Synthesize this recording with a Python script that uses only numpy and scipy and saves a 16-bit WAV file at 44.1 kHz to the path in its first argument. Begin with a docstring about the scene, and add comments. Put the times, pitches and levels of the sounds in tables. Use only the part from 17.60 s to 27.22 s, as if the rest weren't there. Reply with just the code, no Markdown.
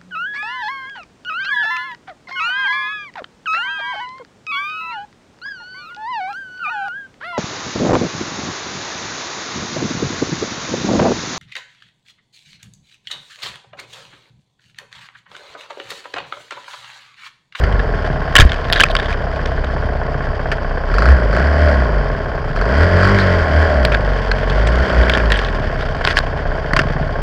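"""A four-stroke single dirt bike drops to idle with a jolt and a chain slap, heard close up from a
cased camera low by the rear wheel. Creeping along an overgrown trail, it is opened up three times and
falls back: the crank shakes the mount, the exhaust thuds, the valves clatter. Grass and stems scrape
the case, and twigs whip it hard enough to overload the microphone. A second bike follows behind."""
import sys
import numpy as np
from scipy import signal
from scipy.fft import rfft, irfft
from scipy.io import wavfile
from scipy.ndimage import uniform_filter1d, map_coordinates

SR = 44100
rng = np.random.default_rng(int(sys.argv[2]) if len(sys.argv) > 2 else 0)


def unload_wav(signal):
    """Save mono or channel-first audio to the path in sys.argv[1] as 16-bit WAV at rate SR, clipped to [-1, 1]."""
    wavfile.write(
        sys.argv[1],
        SR,
        np.round(np.clip(np.atleast_2d(signal).T, -1, 1) * 32767).astype(np.int16),
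    )


N = 424241
T = np.arange(N) / SR
IDLE_HZ, IDLE_DB = 32, -20  # crank speed and combustion strength at idle


def undb(db):
    """Decibels to gain."""
    return 10 ** (np.asarray(db) / 20)


def unit(x):
    """Scale to rms 1."""
    return x / np.sqrt(np.mean(x ** 2))


def curves(table):
    """The columns of a timed table, one value a sample."""
    s, *columns = np.transpose(table)
    return [np.interp(T, s, c) for c in columns]


def swell(s, half_s):
    """A smooth rise to 1 at time s and back."""
    return np.exp(-((T - s) / half_s) ** 2)


def walk(per_s):
    """A smooth random drift through per_s values a second; spread near 1."""
    return map_coordinates(rng.standard_normal(1024), [T * per_s], order=3, mode="wrap")


def add(track, s, sound):
    """Mix a sound in at time s."""
    start = max(int(s * SR), 0)
    track[start:start + len(sound)] += sound[:max(N - start, 0)]


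def resonate(x, hz, q):
    """One resonance of sharpness q."""
    return signal.lfilter(*signal.iirpeak(hz, q, fs=SR), x)


def passband(x, kind, hz, order):
    """Keep the lows, the highs or a band."""
    return signal.sosfilt(signal.butter(order, hz, kind, fs=SR, output="sos"), x)


def strokes(cycle, share, scatter_db, jitter_s):
    """One impulse a cycle at the given share of it, uneven in size and time; mean power near 1."""
    at = np.flatnonzero(np.diff(np.floor(cycle - share)) > 0)
    size, timing = rng.standard_normal((len(at), 2)).T
    late = (jitter_s * SR * timing).astype(int)
    pulses = np.zeros(N)
    pulses[np.clip(at + late, 0, N - 1)] = undb(scatter_db * size) * np.sqrt(np.gradient(at))
    return pulses


def burst(pulses, t60):
    """Each impulse becomes a dying puff of noise of the same energy."""
    keep = undb(-120 / (t60 * SR))
    power = signal.lfilter([1 - keep], [1, -keep], pulses ** 2 + 1e-12)
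    return np.sqrt(power) * rng.standard_normal(N)


def ring(pulses, t60):
    """Every impulse sets off the same dense set of dying modes."""
    t = T[:SR // 10]
    modes = rng.standard_normal(len(t)) * undb(-60 * t / t60)
    return signal.fftconvolve(pulses, modes / np.linalg.norm(modes))[:N]


# Resonances of the case around the microphone: (frequency [Hz], width [Hz], gain [dB])
CASE_MODES = [(425.5, 61, 4.5), (635, 146, 5), (850, 27, 2.5), (1086, 74, 8), (1226, 98, -3),
              (1554, 514, 5), (2100, 58, 0.5), (2315, 310, 1), (3110, 240, 4), (3896, 644, -8.5),
              (4580, 120, 1), (4940, 850, 3.5)]
def through_case(x, tone, size=16384):
    """Colour a source with its own tone and the case's resonances; white noise keeps its power."""
    f = np.arange(size // 2 + 1) * SR / size
    hz, db = np.transpose(tone)
    db = np.interp(np.log(f + 1), np.log(hz), db)
    for centre, width, gain_db in CASE_MODES:
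        db = db + gain_db * np.exp(-2 * ((f - centre) / width) ** 2)
    # folding the cepstrum makes the filter causal
    cepstrum = irfft(np.log(undb(db)))
    cepstrum[1:size // 2] *= 2
    cepstrum[size // 2 + 1:] = 0
    response = irfft(np.exp(rfft(cepstrum)))
    return signal.fftconvolve(x, response / np.linalg.norm(response))[:N]


# Shake at the camera mount: (crank speed [Hz], first order [dB], second order [dB])
MOUNT_SHAKE = [(34.5, -19.5, -26.5), (44.6, -14, -22), (60.4, -13, -24), (79.5, -10.5, -31),
               (87.3, -10.5, -21)]
# Its brief swells and dips: (time [s], half length [s], first order [dB], second order [dB])
SHAKE_SWAYS = [(2.1, 0.53, -0.5, 7.5), (3.947, 0.13, -0.5, 1), (5.863, .04, -5, 2), (6.803, 0.047, -2, 1),
               (4.276, 0.032, -8, -5), (3.472, 0.11, 2.5, 0.5), (4.396, 0.057, 2.5, -9),
               (4.707, 0.13, -8.5, -6), (7.043, 0.056, 4, 3.5), (7.275, 0.027, -26, -14),
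               (7.43, 0.073, 5, -5), (8.148, 0.3, -1.5, -3.5)]
def shake(cycle, hz, throttle_db):
    """The piston rocks the mount once, twice and thrice a turn; firings kick it; the wheel rumbles."""
    speeds, first, second = np.transpose(MOUNT_SHAKE)
    first_db = np.interp(hz, speeds, first) + 3.1 * walk(per_s=20)
    first_db += sum(db * swell(s, half_s) for s, half_s, db, _ in SHAKE_SWAYS)
    second_db = np.interp(hz, speeds, second)
    second_db += sum(db * swell(s, half_s) for s, half_s, _, db in SHAKE_SWAYS)
    angle = 4 * np.pi * cycle
    piston = undb(first_db) * np.cos(angle) - undb(second_db) * np.cos(2 * angle)
    piston += undb(-31) * np.cos(3 * angle)
    kick_db = throttle_db - 4 + np.interp(hz / 2, speeds, first) + 2.2 * walk(per_s=20)
    rumble = unit(passband(rng.standard_normal(N), "band", [18, 70], order=2))
    return piston + undb(kick_db) * np.cos(angle / 2) + undb(-30) * rumble


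# The silencer, heard close by from below: (frequency [Hz], level [dB])
EXHAUST_TONE = [(25, -51), (48, 6), (80, 11.5), (100, 0.5), (120, -5.5), (145, -3.5), (190, -17.5),
                (280, -4), (450, -10), (650, -27.5), (1000, -53), (3000, -85)]
def exhaust(cycle, throttle_db):
    """A thud leaves the silencer at every firing, stronger under throttle, and booms on in the pipe."""
    puffs = strokes(cycle, share=.3333, scatter_db=3.1, jitter_s=.0001)
    boom = resonate(puffs, 142, q=4) - resonate(puffs, 92, q=3)
    return through_case(.16 * puffs + .76 * boom, EXHAUST_TONE) * (undb(-23) + undb(throttle_db - 33))


# Gas flow and frame buzz at the rear wheel: (frequency [Hz], level [dB])
RASP_TONE = [(70, -18.5), (140, 10), (185, 20), (265, 12.5), (320, 4), (410, 2.5), (500, -1), (600, 7),
             (760, -12), (900, -7.5), (1100, -10), (1450, -2.5), (2000, -1.5), (2600, -18.5), (3200, -14.5),
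             (3900, -19.5), (4700, -18), (6300, -35), (8000, -39), (10000, -55), (15000, -67.5)]
def rasp(cycle, throttle_db, split_hz=292.5):
    """Gas rushes out and in once a cycle: a low push, a buzz of frame modes above it, a turbulent hiss."""
    outflow = strokes(cycle, share=.375, scatter_db=1.2, jitter_s=.00002)
    intake = strokes(cycle, share=.825, scatter_db=1.2, jitter_s=.00002)
    push = passband(.35 * outflow + .51 * intake, "low", split_hz, order=3)
    frame = ring(outflow, t60=.065) + .7 * ring(intake, t60=.065)
    buzz = passband(frame, "high", split_hz, order=3)
    turbulence = burst(outflow, t60=.06) + .8 * burst(intake, t60=.06)
    hiss = passband(turbulence, "high", 2000, order=2)
    return through_case(push + 1.86 * buzz + 1.7 * hiss, RASP_TONE) * undb(throttle_db - 20.5)


# Resonances of the exhaust pipe: (frequency [Hz], width [Hz], level [dB])
PIPE_MODES = [(194, 46, -3), (260.4, 55, -2.5), (363, 14, -2.5), (391.6, 32, 0.5), (564, 56, 2.5),
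              (880, 50, -2.5), (946, 100, -1.5), (1453, 51, 2), (1667, 140, -7), (3230, 150, -11.5)]
# The pipe's tone at the microphone: (frequency [Hz], level [dB])
GROWL_TONE = [(100, 3), (600, 0.5), (2000, 1), (5000, -22.5)]
def growl(cycle, throttle_db):
    """The blow-down pulse and, about a turn later, the intake gulp ring the pipe, louder under load."""
    blows = strokes(cycle, share=.2, scatter_db=.8, jitter_s=.00003)
    gulps = strokes(cycle, share=.66, scatter_db=1, jitter_s=.00004)
    pulses = blows + .5 * gulps + .55 * ring(blows, t60=.05) + .08 * burst(blows, t60=.05)
    # neighbouring modes swing in opposite senses at the outlet
    pipe = sum((-1) ** k * undb(db) * resonate(pulses, hz, q=hz / width)
               for k, (hz, width, db) in enumerate(PIPE_MODES))
    return unit(through_case(pipe, GROWL_TONE)) * undb(throttle_db - 18.5)


# The putt at close range: (frequency [Hz], level [dB])
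PUTT_TONE = [(120, -7), (300, -1.5), (480, -3.5), (650, -0.5), (850, -4), (1100, -1.5), (1700, -5.5),
             (2400, -17.5), (4700, -36), (8000, -60.5), (15000, -59.5)]
def putt(cycle, throttle_db):
    """The exhaust valve opens with a short, dry putt that grows only a little with throttle."""
    opens = strokes(cycle, share=.175, scatter_db=1.1, jitter_s=.0001)
    pop = .4 * opens + .8 * ring(opens, t60=.05) + .35 * burst(opens, t60=.06)
    return through_case(pop, PUTT_TONE) * undb(-30.5 + .28 * (throttle_db - IDLE_DB))


# Piston slap and valve taps: (place in the two-turn cycle [0-1], level [dB])
METAL_CONTACTS = [(.25, -4), (.37, -6), (.5, -11), (.65, -4.5), (.74, -6), (.82, -5), (.94, -5)]
# The engine cases, ahead of the microphone: (frequency [Hz], level [dB])
CLATTER_TONE = [(80, -8.5), (200, 2.5), (330, -7), (480, 1), (700, -2.5), (1000, -6), (1700, -11.5),
                (2500, -26.5), (4700, -28.5), (6500, -45), (9000, -61), (15000, -60.5)]
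def clatter(cycle, hz):
    """Piston and valves tap the cases, each with its own ring, over the whirr of chain and gears."""
    metal = undb(-33) * rng.standard_normal(N)
    for share, db in METAL_CONTACTS:
        taps = strokes(cycle, share, scatter_db=1.8, jitter_s=.00015)
        knock = .1 * taps + .68 * ring(taps, t60=.042) + .66 * burst(taps, t60=.042)
        metal += undb(db - 30.5) * knock
    return through_case(metal, CLATTER_TONE) * (hz / IDLE_HZ) ** .47


def hollow_knock(cycle, hz, note_hz=657, q=4.7):
    """Once a turn the piston knocks a hollow note from the engine, which stands out at idle."""
    knocks = strokes(2 * cycle, share=.42, scatter_db=2, jitter_s=.0011)
    note = resonate(.6 * knocks + burst(knocks, t60=.06), note_hz, q)
    return unit(resonate(note, note_hz, q)) * undb(-32 - 2.5 * np.log2(hz / IDLE_HZ))


# Valve chatter, faint at the rear wheel: (frequency [Hz], level [dB])
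VALVE_TONE = [(500, -23.5), (1500, -0.5), (3000, 3.5), (3900, -5.5), (4700, 3), (6000, -13), (8000, -30),
              (15000, -47.5)]
def valves(cycle):
    """The valves drop on their seats and chatter, differently every time."""
    seats = strokes(cycle, share=.73, scatter_db=2, jitter_s=.0008)
    return through_case(burst(seats, t60=.15), VALVE_TONE) * undb(-53.5)


# Combustion, heard from behind the engine: (frequency [Hz], level [dB])
CRACK_TONE = [(200, -13.5), (800, -19), (1300, 4), (1750, -4), (2300, -12), (3000, -8.5), (4700, -34),
              (7000, -27), (10000, -40.5), (15000, -63)]
# Hard firing as the throttle snaps open: (time [s], half length [s], level [dB])
THROTTLE_SNAPS = [(3.4, 0.074, -21.5), (3.48, 0.031, -24), (3.57, 0.041, -41), (3.75, 0.042, -25.5),
                  (5.003, 0.061, -26.5), (5.19, 0.02, -36), (5.442, 0.047, -19)]
def crack(cycle, throttle_db, ping_hz=4550):
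    """Each firing pops at the top of the stroke, faintly at idle, and the cylinder pings after it."""
    knocks = strokes(cycle, share=0, scatter_db=1, jitter_s=.00005)
    bark = 2.2 * resonate(knocks, 1500, q=3) + .75 * ring(knocks, t60=.016) + .35 * burst(knocks, t60=.02)
    ping = resonate(burst(knocks, t60=.096), ping_hz, q=7)
    ping = resonate(ping, ping_hz, q=3)
    snaps = sum(undb(db) * swell(s, half_s) for s, half_s, db in THROTTLE_SNAPS)
    force = undb(-63.5) + undb(throttle_db - 28.5) + snaps
    return (unit(through_case(bark, CRACK_TONE)) + undb(-17) * unit(ping)) * force


# The clutch bites: (time [s], half length [s], extra combustion [dB], chain pull [dB])
CLUTCH_BITES = [(4.096, 0.086, 2.5, -18.5), (6.123, 0.19, 1, -18.5), (7.39, 0.14, 4.5, -31)]
def swingarm(cycle, hz, slip, hum_hz=605, full_drive_hz=85.5):
    """Each turn tugs the chain and the swingarm hums beside the microphone, most as the clutch bites."""
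    tugs = strokes(2 * cycle, share=.5, scatter_db=1, jitter_s=.00003)
    hum = resonate(resonate(tugs, hum_hz, q=8), hum_hz, q=8)
    drive_db = -29 + 13 * np.minimum(np.log2(hz / full_drive_hz), 0) - 19 * slip
    bites = sum(undb(db) * swell(s, half_s) for s, half_s, _, db in CLUTCH_BITES)
    return unit(hum) * np.hypot(undb(drive_db), bites)


# The second bike, farther back on the trail: (time [s], firing rate [Hz], level [dB])
BIKE_BEHIND = [(0, 20, -29.5), (9, 20, -29), (9.15, 27, -22.5), (9.27, 20, -23), (9.42, 18, -20.5),
               (9.62, 15, -25)]
def follower():
    """The bike behind closes up near the end and rolls off its throttle; only its exhaust carries."""
    hz, db = curves(BIKE_BEHIND)
    puffs = strokes(np.cumsum(hz) / SR, share=0, scatter_db=-2.5, jitter_s=.0001)
    boom = passband(through_case(puffs, EXHAUST_TONE), "band", [130, 200], order=2)
    return unit(boom) * undb(db)


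# Tufts sweeping right over the case: (time [s], level [dB], swell and fade time [s])
GRASS_TUFTS = [(.45, -31, 0.081), (.92, -31.5, 0.32), (1.19, -25.5, 0.084), (1.49, -29.5, 0.088),
               (1.88, -37, 0.25), (5.619, -27, 0.32), (6.65, -40.5, 0.097), (7.33, -28.5, 1),
               (7.79, -26, 0.033), (7.96, -34, 0.025), (8.24, -31, 0.095), (8.497, -25, 0.089),
               (9.25, -34, 0.21)]
# Their rustle from inside it: (frequency [Hz], level [dB])
GRASS_TONE = [(300, -13.5), (1100, 0.5), (1700, 7), (2600, -3.5), (3700, -0.5), (4800, -10.5),
              (7000, -24.5), (10000, -36.5), (15000, -48)]
def grass(blades_per_s=650, stalks_per_s=26, stubble_db=-41):
    """Blades catch and slip on the case: dense ticks, a few much louder, and the odd stalk."""
    blades = (rng.random(N) < blades_per_s / SR) * undb(5 * np.minimum(rng.exponential(size=N), 3.6))
    stalks = (rng.random(N) < stalks_per_s / SR) * rng.random(N)
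    rustle = undb(1) * unit(burst(blades, t60=.034)) + undb(-7.5) * unit(burst(stalks, t60=.049))
    tufts = [undb(db) * np.exp(-np.abs(T - s) / fade_s) for s, db, fade_s in GRASS_TUFTS]
    power = undb(stubble_db) ** 2 + sum(tuft ** 2 for tuft in tufts)
    return through_case(rustle, GRASS_TONE) * np.sqrt(power)


# Bumps in the trail, felt through the mount: (time [s], level [dB], frequency [Hz], t60 [s])
TRAIL_BUMPS = [(0.035, 0.5, 68.4, 0.095), (0.139, -8, 66, 0.18), (0.346, -12, 60, 0.079),
               (0.796, 11.5, 100, 0.04), (0.808, 5, 30.6, 0.13), (.824, 3.5, 83, 0.051),
               (.851, 9.5, 64.3, 0.072)]
def bumps():
    """A jolt sets the mount swinging for a few cycles."""
    swings, t = np.zeros(N), T[:SR // 4]
    for s, db, hz, t60 in TRAIL_BUMPS:
        add(swings, s, -undb(db - 60 * t / t60) * np.sin(2 * np.pi * hz * t))
    return swings


# Chain slaps next to the camera: (time [s], level [dB], t60 [s])
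CHAIN_SLAPS = [(.037, -13, 0.042), (2.916, -10, 0.037), (2.921, -16, 0.074), (7.573, -2.5, 0.015),
               (7.58, -9.5, 0.018), (8.157, -19.5, 0.0059), (9.134, 0.5, 0.014), (9.164, -0.5, 0.036),
               (9.1903, -1.5, 0.041), (9.216, -10, .016)]
# A slap as it arrives through the mount: (frequency [Hz], level [dB])
SLAP_TONE = [(100, 2), (300, 1), (700, -11), (1100, -4), (1600, 3.5), (2200, -3.5), (3100, -9), (4000, -12),
             (4800, -15), (6500, -27), (9000, -35), (15000, -55)]
def chain_slaps(attack_s=.00083):
    """The slack chain lands on the swingarm with a dull clank."""
    blows, t = np.zeros(N), T[:SR // 6]
    for s, db, t60 in CHAIN_SLAPS:
        envelope = undb(db - 60 * t / t60) * np.minimum(t / attack_s, 1)
        add(blows, s, rng.standard_normal(len(t)) * envelope)
    return through_case(blows, SLAP_TONE)


# Twigs striking the case itself:
# (time [s], level [dB], ring [Hz], second ring [Hz], second ring gain [dB], t60 [s])
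TWIG_STRIKES = [(0.124, -17, 3260, 5000, -11, .024), (.194, -18, 1730, 3300, 1, 0.036),
                (.754, 10, 1890, 3700, 6, 0.013), (.762, 4, 1700, 3070, 13, 0.037),
                (.782, 0, 1740, 3580, 5, 0.091), (.799, 5, 1365, 3630, 4, 0.03),
                (.806, -5, 2000, 3220, 10.5, 0.044), (0.814, -2.5, 1720, 3600, -7, 0.056),
                (.852, -1, 1700, 3200, -5, 0.0059), (.893, -16.5, 1900, 3600, 8, 0.029),
                (.919, -1, 1640, 3430, 6.5, 0.011), (0.931, -14, 3100, 5200, -4, .02),
                (0.942, -11.5, 1300, 2580, -10, 0.023), (1.043, -20, 2500, 3600, 0, 0.032),
                (1.1, -10, 1800, 3580, -2, .011), (1.126, 7.5, 3340, 3800, 2, 0.0041),
                (1.1315, 8.5, 3300, 3840, -9, 0.012), (1.159, -11, 1820, 3640, 2, 0.033),
                (1.168, -13, 1850, 3400, 1, .03), (1.199, 5.5, 1720, 3480, -4, 0.011),
                (1.205, 3, 1900, 3100, 9, 0.0077), (1.2109, 5.5, 1760, 3150, -6, 0.014),
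                (1.217, -7, 1800, 3600, 1, 0.014), (1.235, 8.5, 2490, 1270, -6, 0.019),
                (1.264, -9, 1900, 3600, -9, 0.016), (1.286, -13, 2800, 4000, -5, .012),
                (1.301, -13, 2500, 3900, 9, 0.0094), (1.352, 5, 2960, 4700, -6, 0.0093),
                (1.366, -1.5, 1780, 3380, 8, 0.017), (1.389, -11, 1800, 3500, -4, 0.013),
                (1.398, -12.5, 1800, 3370, 3, .022), (1.428, -18, 2000, 3500, 2, .02),
                (1.458, -10.5, 1820, 3300, -3, .016), (1.505, -10.5, 1900, 5000, -6, 0.011),
                (1.528, -9, 2430, 3600, -8.5, 0.01), (1.76, -16, 4560, 3400, -4, 0.016),
                (1.858, -11.5, 3260, 5500, 7, 0.011), (2.044, -11.5, 3670, 7040, -5, .01),
                (2.11, -19, 5500, 8000, -7.5, 0.0087), (5.587, 0, 1790, 4200, -6, 0.012),
                (6.251, 2.5, 1750, 4140, 10, .012), (6.32, -11, 1590, 2400, 2.5, 0.062),
                (6.344, -11, 1700, 3480, -4, 0.036), (6.715, -4, 1530, 4270, -2, 0.017),
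                (6.898, -13.5, 3400, 4260, -6, 0.041), (7.07, -13, 8000, 4000, -26, 0.051),
                (7.157, -8, 7100, 4000, -20, .016), (7.298, -14, 3230, 5000, -5, 0.038),
                (7.497, 5.5, 2270, 3420, -1, .009), (7.537, -7, 1880, 3500, 11.5, 0.013),
                (7.55, -8, 1790, 3500, 0, 0.026), (7.601, -17, 2370, 1700, 15, 0.0089),
                (7.657, -11, 3000, 4200, -4, 0.01), (7.701, -7.5, 1800, 3900, -4, 0.027),
                (7.72, -1.5, 1890, 3270, 8, .012), (7.727, -6, 1900, 3200, -4, 0.016),
                (7.741, -13, 1790, 3200, 1, 0.068), (7.774, -8, 3500, 8500, 7, .014),
                (7.79, -10.5, 1770, 3200, -8, .035), (7.848, -7.5, 2100, 3600, 9, 0.017),
                (7.862, -15, 1800, 3200, -9, 0.012), (7.886, -14.5, 1900, 3600, -1, 0.018),
                (8.45, -3, 1620, 4500, 12.5, 0.011), (8.474, 4, 1500, 2480, -1, 0.013),
                (8.485, -8, 1800, 4900, 0, .02), (8.509, -4.5, 1790, 3400, -2, 0.021),
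                (8.515, -10, 1800, 5000, 2, 0.013), (8.527, -12, 1750, 3100, -7, .015),
                (8.57, 0, 1680, 2670, -1, .014), (8.577, -2, 1800, 3000, -12, 0.023),
                (8.588, 0.5, 1820, 4320, 15.5, 0.0078)]
# A strike from inside the case: (frequency [Hz], level [dB])
TWIG_TONE = [(100, 6), (600, 1.5), (1200, 0.5), (1700, 3), (2600, 1.5), (3200, -3.5), (3850, 3),
             (4800, -11), (6500, -18.5), (9000, -27.5), (13000, -50), (16000, -57)]
def twigs(skids_per_s=640, skid_db=7):
    """Each twig cracks on the case, skids and rings at two pitches; thinner ones have less body."""
    hits, t = np.zeros(N), T[:SR // 6]
    for s, db, hz, second_hz, second_db, t60 in TWIG_STRIKES:
        catches = np.interp(t * skids_per_s, np.arange(256), rng.standard_normal(256))
        skid = undb(skid_db * catches * np.minimum(t / .0036, 1))
        snap = unit(rng.standard_normal(len(t)) * skid) * undb(db - 60 * t / t60)
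        first, second = (np.sqrt(SR / f / 2) * resonate(snap, f, q=7) for f in (hz, second_hz))
        body = passband(snap, "high", .27 * hz, order=1)
        add(hits, s, .59 * body + .56 * (first + undb(second_db) * second))
    return through_case(hits, TWIG_TONE)


# Stiff stems dragged across the case: (time [s], half length [s], level [dB], ring [Hz])
STEM_SCRAPES = [(1.137, .012, -20, 3470), (1.188, 0.017, -23, 3440), (1.224, .005, -14, 3120),
                (1.312, 0.0046, -21, 3480), (1.45, 0.05, -40, 3260), (5.607, 0.014, -25, 4160),
                (7.432, 0.0094, -29, 3230), (7.76, 0.034, -33, 3030), (8.221, 0.019, -39, 3700),
                (8.502, 0.022, -35, 4600), (8.493, 0.033, -33, 3000), (8.57, 0.015, -31, 4700)]
def stem_squeaks(catches_per_s=900, q=4.9):
    """A stem sticks and slips in quick, uneven catches, each ringing it at its own pitch."""
    catches = (rng.random(N) < catches_per_s / SR) * undb(4 * rng.standard_normal(N))
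    rub, squeaks = burst(catches, t60=.0032), np.zeros(N)
    for s, half_s, db, hz in STEM_SCRAPES:
        broad = resonate(rub, hz, q)
        squeaks += unit(resonate(broad, hz, q) + .14 * broad) * undb(db) * swell(s, half_s)
    return squeaks


# Gears meshing ahead of the microphone: (teeth [per crank turn], level [dB])
GEAR_TEETH = [(22, -4), (24, -5), (26, 0)]
def gear_whine(cycle):
    """As the first blip shuts, meshing teeth sing, roughened by their play and falling with the revs."""
    mesh = sum(undb(db) * np.sin(2 * np.pi * (2 * teeth * cycle + .2 * walk(per_s=220)))
               for teeth, db in GEAR_TEETH)
    return mesh * undb(-24 + 2 * walk(per_s=90)) * swell(3.535, half_s=.07)


def surge(hz, throttle_move_s=.016, full_hz_per_s=290):
    """How hard the crank is speeding up, 0-1."""
    acceleration = uniform_filter1d(np.gradient(hz) * SR, int(throttle_move_s * SR))
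    return np.clip(acceleration / full_hz_per_s, 0, 1)


# Revs of the bike carrying the microphone: (time [s], crank speed [Hz])
CRANK_SPEED = [(0.0, 54.2), (0.43, 36.0), (0.67, 32.8), (1.02, 31.6), (1.15, 32.8), (1.5, 32.2),
               (2.17, 32.4), (2.41, 31.0), (2.71, 32.1), (3.27, 31.2), (3.37, 47.7), (3.51, 68.9),
               (3.7, 47.4), (3.83, 71.3), (4.04, 76.5), (4.15, 69.0), (4.29, 53.4), (4.61, 36.0),
               (4.93, 28.4), (5.06, 53.7), (5.17, 74.4), (5.25, 88.5), (5.36, 87.9), (5.52, 101.1),
               (5.73, 88.8), (5.92, 74.3), (6.05, 81.2), (6.19, 68.1), (6.3, 54.5), (6.48, 47.2),
               (6.86, 43.5), (7.21, 64.3), (7.4, 58.5), (7.55, 62.2), (7.75, 48.1), (7.96, 37.9),
               (8.17, 31.6), (8.5, 31.7), (9.62, 31.1)]
def scene(lag_s=.0054):
    """The engine, firing every second turn and harder with speed and load, and the brush on the trail."""
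    hz, = curves(CRANK_SPEED)
    effort = surge(hz)
    coast = swell(0, half_s=.6)  # the bike rolls in with its throttle shut
    slip = np.maximum(effort, coast)
    load_db = sum(db * swell(s, half_s) for s, half_s, db, _ in CLUTCH_BITES) - coast
    throttle_db = IDLE_DB + 11 * np.log2(hz / IDLE_HZ) + 5.5 * effort + load_db
    cycle = .24 + np.cumsum(hz) / SR / 2 + .002 * walk(per_s=12)  # two-turn cycles, slightly uneven
    late = cycle - hz * lag_s / 2  # the mount and the moving gas trail the piston
    mechanics = shake(late, hz, throttle_db) + clatter(cycle, hz) + hollow_knock(cycle, hz)
    mechanics += valves(cycle) + gear_whine(cycle) + swingarm(cycle, hz, slip)
    firing = crack(cycle, throttle_db) + putt(cycle, throttle_db) + growl(cycle, throttle_db)
    gas = exhaust(late, throttle_db) + rasp(late, throttle_db)
    trail = follower() + twigs() + stem_squeaks() + chain_slaps() + grass() + bumps()
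    return (mechanics + firing + gas + trail)[None]


def record(dry, top_hz=16000):
    """The camera's microphone clips at full scale, and the top of the treble is cut."""
    return signal.sosfilt(signal.ellip(10, .2, 90, top_hz, fs=SR, output="sos"), np.clip(dry, -1, 1))


dry = scene()
out = record(dry)
unload_wav(out)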